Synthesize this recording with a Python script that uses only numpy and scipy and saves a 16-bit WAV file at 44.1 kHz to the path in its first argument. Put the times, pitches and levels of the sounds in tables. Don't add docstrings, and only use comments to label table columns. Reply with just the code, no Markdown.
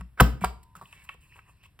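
import sys
import numpy as np
from scipy import signal
from scipy.fft import rfft, irfft, next_fast_len
from scipy.io import wavfile
from scipy.ndimage import uniform_filter1d, minimum_filter1d, map_coordinates

SR = 44100
rng = np.random.default_rng(int(sys.argv[2]) if len(sys.argv) > 2 else 0)


def master(y):
    cut = np.clip(np.atleast_2d(y).T, -1, 1)
    pcm = np.round(cut * 32767)
    wavfile.write(sys.argv[1], SR, pcm.astype(np.int16))


N = 79380

# pitch_hz, level_db, t60_s
SHELL_MODES = [(507, -2, 0.027), (759.7, 5, 0.013), (970, 4.5, .02), (1117.4, 1.5, 0.026), (1309, 8, 0.016),
               (1525.5, 2.5, 0.013), (1950, 8.5, 0.01), (2280, 4.5, .018), (2660, 9.5, 0.017),
               (2970, 8, 0.011), (3400, -3.5, 0.025), (3936, -6.5, 0.0055), (4400, -8.5, .008)]
# frequency_hz, level_db
HISS_COLOUR = [(3500, -9.5), (5500, -14.5), (7500, -5), (10500, -5.5), (13000, -11.5), (16500, -10.5)]


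def amp(db):
    return 10 ** (np.asarray(db) / 20)


def unit(x):
    return x / np.sqrt(np.mean(x ** 2) + 1e-20)


def along(points, hz):
    point_hz, values = np.transpose(points)
    return np.interp(np.log(hz + 1), np.log(point_hz + 1), values)


def closeness(hz, centre_hz, reach_oct):
    return np.exp(-.5 * (np.log2(hz / centre_hz) / reach_oct) ** 2)


def filtered(x, response):
    size = next_fast_len(x.shape[-1] + 8192)
    spectrum = rfft(x, size) * response(np.fft.rfftfreq(size, 1 / SR))
    return irfft(spectrum, size)[..., :x.shape[-1]]


def coloured(points, channels=1):
    lowest_hz = points[0][0]
    gain = lambda hz: amp(along(points, hz)) * (hz > lowest_hz / 2)
    return unit(filtered(rng.standard_normal((channels, N)), gain))


def wobble(rate, count):
    knots = rng.standard_normal((count, int(N * rate / SR) + 4))
    return np.array([map_coordinates(k, [np.arange(N) * rate / SR]) for k in knots])


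def background():
    # frequency_hz, level_db
    rumble_colour = [(12, -52.5), (20, -8), (65, -1.5), (112, -8), (151, -9.5), (200, -19.5), (235, -28),
                     (276, -25.5), (500, -40.5), (650, -72.5), (1100, -120)]
    # frequency_hz, level_db
    air_colour = [(300, -6.5), (1200, -7), (3000, -11.5), (6500, -24), (10000, -12), (13000, -17.5),
                  (16000, -25.5)]
    rumble_db, air_db = -59.5, -74.5
    rumble = coloured(rumble_colour) + 0.15 * coloured(rumble_colour, channels=2)
    return amp(rumble_db) * unit(rumble) + amp(air_db) * coloured(air_colour)


def table():
    # start_s, level_db, centre_hz, reach_oct, direction
    pushes = [(-.012, -31.5, 56, 0.94, 1), (0.0112, -34.5, 175, 0.2, -1), (0.2026, -7, 102, 1.22, -1),
              (0.4181, -22, 165, 0.25, 1), (0.445, -25, 66.5, 0.27, 1), (0.588, -48.5, 69.4, 0.67, 1),
              (0.757, -47.5, 158.6, 0.33, 1), (0.817, -48, 153.4, 0.38, 1)]
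    # pitch_hz, level_db, t60_s
    modes = [(60, 0.5, 0.32), (128.52, 4.5, 0.1), (174.5, 0.5, .15), (222.4, -10, 0.28), (279, -3, .12)]
    rise_s, wander_rad = 0.0058, 0.18
    out = np.zeros(N + 2 * SR)
    t = np.arange(SR // 2) / SR
    hz, level_db, t60 = np.transpose(modes)[:, :, None]
    for start_s, db, centre_hz, reach_oct, direction in pushes:
        wander = wander_rad * wobble(25, count=len(modes))[:, :len(t)]
        gains = closeness(hz, centre_hz, reach_oct) * amp(level_db - 60 * t / t60)
        boom = np.sum(gains * np.cos(2 * np.pi * hz * t + wander), 0)
        rise = 1 - np.exp(-(t / rise_s) ** 2)
        at = round((start_s + 1) * SR)
        out[at:][:len(t)] += np.sign(direction) * amp(db) * rise * boom
    return out[SR:][:N]


def rubs():
    # start_s, length_s, level_db, growth_db, centre_hz, hiss_db (relative to the rub)
    rub_rows = [(0, 0.019, -62, -3, 1850, -3.5), (0.173, 0.031, -41.5, 14, 1570, -24),
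                (0.407, 0.057, -44, 8.5, 2210, -6.5), (.63, .01, -71.5, -7, 4400, 13),
                (0.752, 0.021, -70.5, 9.5, 1400, 11.5), (1.038, .018, -68.5, -3, 1800, 10),
                (0.751, .055, -56.5, -5, 1300, -11), (0.813, 0.03, -52, -15, 985, -14.5),
                (0.93, .11, -60, 1.5, 2357, -27.5), (1.095, 0.046, -58.5, -5.5, 2200, -17),
                (1.355, 0.05, -59.5, -6, 1113, -11), (1.451, 0.052, -69, 11, 1010, -12),
                (1.629, 0.041, -61.5, -2, 2594, -5)]
    reach_oct = 0.19
    out = np.zeros(N + SR)
    hz, _, t60 = np.transpose(SHELL_MODES)[:, :, None]
    t = np.arange(SR // 20) / SR
    hiss = coloured(HISS_COLOUR)[0]
    for start_s, length_s, db, growth_db, centre_hz, hiss_db in rub_rows:
        progress = np.arange(round(length_s * SR)) / (length_s * SR)
        fade = np.clip(np.minimum(progress, 1 - progress) * 10, 0, 1)
        shape = amp(db + growth_db * (progress - .5)) * fade
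        near = closeness(hz, centre_hz, reach_oct)
        ring = np.sum(near * amp(-60 * t / t60) * np.sin(2 * np.pi * hz * t), 0)
        drive = rng.standard_normal(len(progress)) ** 3 / np.sqrt(15)
        sound = signal.fftconvolve(shape * drive, ring / np.linalg.norm(ring))
        at = round(start_s * SR)
        sound[:len(progress)] += amp(hiss_db) * shape * hiss[at:at + len(progress)]
        out[at:at + len(sound)] += sound
    return out[:N]


def knocks(rows):
    # frequency_hz, level_db
    snap_colour = [(2500, -7), (4000, -4.5), (6000, -13), (8000, -5), (10500, -2.5), (12500, -7.5),
                   (15000, -23.5), (16500, -20)]
    # frequency_hz, level_db
    sizzle_colour = [(9000, -16.5), (12000, -6), (15200, -4.5), (16500, -18)]
    snap_t60, rise_s = 0.011, 0.00093
    sizzle_db, sizzle_grows = -4, 0.5
    out, t = np.zeros(N + SR), np.arange(SR // 8) / SR
    hz, mode_db, t60 = np.transpose(SHELL_MODES)[:, :, None]
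    fizz, sizzle = coloured(snap_colour)[0], coloured(sizzle_colour)[0]
    for start_s, db, centre_hz, reach_oct, snap_db in rows:
        near = closeness(hz, centre_hz, reach_oct)
        gains = near * amp(mode_db + 2 * rng.standard_normal(hz.shape))
        modes = gains * amp(-60 * t / t60) * np.sin(2 * np.pi * hz * t)
        ring = np.sum(modes, 0) / np.linalg.norm(near)
        at = round(start_s * SR)
        bright = fizz + amp(sizzle_db + sizzle_grows * db) * sizzle
        snap = amp(snap_db - 60 * t / snap_t60) * np.roll(bright, -at)[:len(t)]
        out[at:at + len(t)] += amp(db) * (1 - np.exp(-t / rise_s)) * (ring + snap)
    return out[:N]


def spring():
    # pitch_hz, level_db
    lines = [(926, -63), (1007, -62)]
    start_s, rise_s, stop_s, t60, stop_fade_s = .445, .1, .76, 4, 0.0074
    t = np.arange(N) / SR - start_s
    rise = np.clip(t / rise_s, 0, 1) ** 2
    stop = np.clip((stop_s - start_s - t) / stop_fade_s, 0, 1)
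    tones = sum(amp(db) * np.sin(2 * np.pi * hz * t) for hz, db in lines)
    return rise * stop * amp(-60 * t / t60) * tones


def slide():
    # time_s, scrape_db, hiss_db
    course = [(0.598, -83, -91.5), (.745, -90.5, -92), (0.761, -71.5, -78.5), (.85, -60, -64.5),
              (.9, -64.5, -64), (.95, -64.5, -64), (1.03, -65.5, -69), (1.139, -61, -68.5),
              (1.174, -87.5, -87.5), (1.195, -77, -98), (1.211, -67, -67.5), (1.301, -65, -69),
              (1.38, -59.5, -72), (1.429, -75.5, -88), (1.488, -64, -71), (1.534, -69.5, -80.5),
              (1.575, -69.5, -76), (1.605, -70.5, -96.5), (1.659, -62, -77), (1.71, -92.5, -96),
              (1.8, -98, -95)]
    # centre_hz, width_hz, level_db
    resonances = [(1036, 170, 1.5), (1860, 450, -3.5), (2630, 460, 1), (3993, 2200, -16)]
    patch_hz = np.array([4773, 7700, 12000, 15000])[:, None]
    grit_per_s, grit_db, grit_share = 1500, 3, .6
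    flutter_db, flutter_per_s, patch_oct = 4.5, 30, 0.75
    time_s, scrape_db, hiss_db = np.transpose(course)

    grains = rng.random(N) < grit_per_s / SR
    grit = grains * amp(grit_db * rng.exponential(size=N)) * rng.choice([-1, 1], N)
    friction = grit_share * unit(grit) + rng.standard_normal(N)
    flutter = amp(flutter_db * wobble(flutter_per_s, count=len(resonances) + len(patch_hz)))

    centre, width, db = np.transpose(resonances)[:, :, None]
    resonance = lambda f: amp(db) * (1j * f * width / (centre * centre - f * f + 1j * f * width)) ** 2
    scrape = unit(np.sum(filtered(friction, resonance) * flutter[:len(resonances)], 0))

    patch = lambda f: amp(along(HISS_COLOUR, f)) * closeness(f + 1, patch_hz, patch_oct)
    hiss = unit(np.sum(flutter[len(resonances):] * filtered(friction, patch), 0))

    level = lambda level_db: amp(np.interp(np.arange(N) / SR, time_s, level_db, left=-120))
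    return level(scrape_db) * scrape + level(hiss_db) * hiss


def room(x):
    # frequency_hz, t60_s
    decay = [(150, 0.55), (300, .45), (500, .3), (1000, 0.33), (3000, 0.31), (8000, 0.3), (15000, 0.25)]
    # frequency_hz, level_db
    colour = [(60, -33), (150, -6.5), (400, 1.5), (800, -5.5), (1500, -5), (3000, 0), (5000, 4),
              (10000, -4), (15000, 2)]
    # frequency_hz, share
    apart = [(100, 0.15), (300, 0.97), (2000, 1), (5000, 0.92), (7000, .15)]
    hz, t, noise = signal.stft(rng.standard_normal((3, SR // 2)), SR, nperseg=256)
    stereo = noise[0] + along(apart, hz)[:, None] * noise[1:]
    fall_db = along(colour, hz)[:, None] - 60 * t / along(decay, hz)[:, None]
    tail = signal.istft(stereo * amp(fall_db), SR, nperseg=256)[1]
    delayed = np.pad(x, (200, 0))[None]
    return signal.fftconvolve(delayed, tail / np.linalg.norm(tail[0]), axes=1)[:, :N]


def scene():
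    # start_s, level_db, centre_hz, reach_oct, snap_db (relative)
    contacts = [(.0095, -31.5, 1204, 0.72, -11.5), (.018, -53.5, 1260, 0.59, -26.5),
                (.088, -63.5, 1490, 0.73, -10.5), (.194, -29.5, 1560, 0.067, -33.5),
                (.1993, -4, 1605, 0.11, -26), (.2012, -9.5, 2600, 0.53, -15),
                (.2018, -6.5, 1204, 0.49, -11.5), (.204, -8.5, 1130, 0.27, -19),
                (.2058, -1, 1370, 0.36, -7.5), (.2086, 0.5, 615, 0.49, -12.5), (.416, -28, 780, .4, -26),
                (.4396, -15, 950, 0.23, -18.5), (.4422, -11, 775, 0.22, -18.5),
                (.4447, -11.5, 902, 0.9, -7), (.449, -18, 1050, 0.47, -16)]
    # start_s, level_db, centre_hz, reach_oct, snap_db (relative)
    taps = [(.753, -37, 1250, 0.13, -8.5), (.813, -33, 1070, 0.1, -17), (.826, -37.5, 950, 0.45, -15),
            (.856, -43.5, 3100, 0.17, -17.5), (.927, -38.5, 2600, 0.23, -7.5), (.93, -45, 975, 0.47, -26.5),
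            (1.048, -47, 1800, 0.26, -20), (1.0905, -27.5, 2275, 0.26, -23),
            (1.094, -31.5, 1169, 0.15, -17), (1.1, -54.5, 2397, 0.19, -19),
            (1.146, -43.5, 593, 0.71, -25.5), (1.323, -45, 1980, 0.15, -20), (1.364, -45, 1600, .7, -25.5),
            (1.3905, -34, 1592, 0.43, -38), (1.495, -47, 985, 0.21, -34.5), (1.637, -46, 2337, 0.76, -7),
            (1.791, -36.5, 2000, 1, -7)]
    room_db, table_room_db = -10, -7.5
    near = knocks(contacts) + knocks(taps) + rubs() + slide()
    boom = table()
    answer = room(amp(room_db) * near + amp(table_room_db) * boom)
    return near + boom + spring() + answer + background()


def record(dry):
    # frequency_hz, balance_db
    balance = [(60, 2), (250, 1), (2000, -1.1), (12000, -0.5)]
    # frequency_hz, lead_rad
    right_leads = [(0, 0), (1000, .45), (3000, 1.2), (4500, 1.6), (6400, -3.14), (16600, -22.0)]
    low_cut_hz, top_hz = 36, 16600
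    limit_db, limit_hold_s = -1, .003
    side = np.array([[.5], [-.5]])
    lead_hz, lead_rad = np.transpose(right_leads)
    turn = lambda hz: np.exp(-1j * side * np.interp(hz, lead_hz, lead_rad))
    stereo = lambda hz: amp(side * along(balance, hz)) * turn(hz)
    low_cut = lambda hz: hz ** 2 / (hz ** 2 - low_cut_hz ** 2 - 1.4j * hz * low_cut_hz)
    x = filtered(dry, lambda hz: stereo(hz) * low_cut(hz))

    hold = round(limit_hold_s * SR)
    needed = np.minimum(1, amp(limit_db) / (np.abs(x).max(0) + 1e-9))
    limited = x * uniform_filter1d(minimum_filter1d(needed, hold), hold)
    return filtered(limited, lambda hz: hz < top_hz)


dry = scene()
out = record(dry)
master(out)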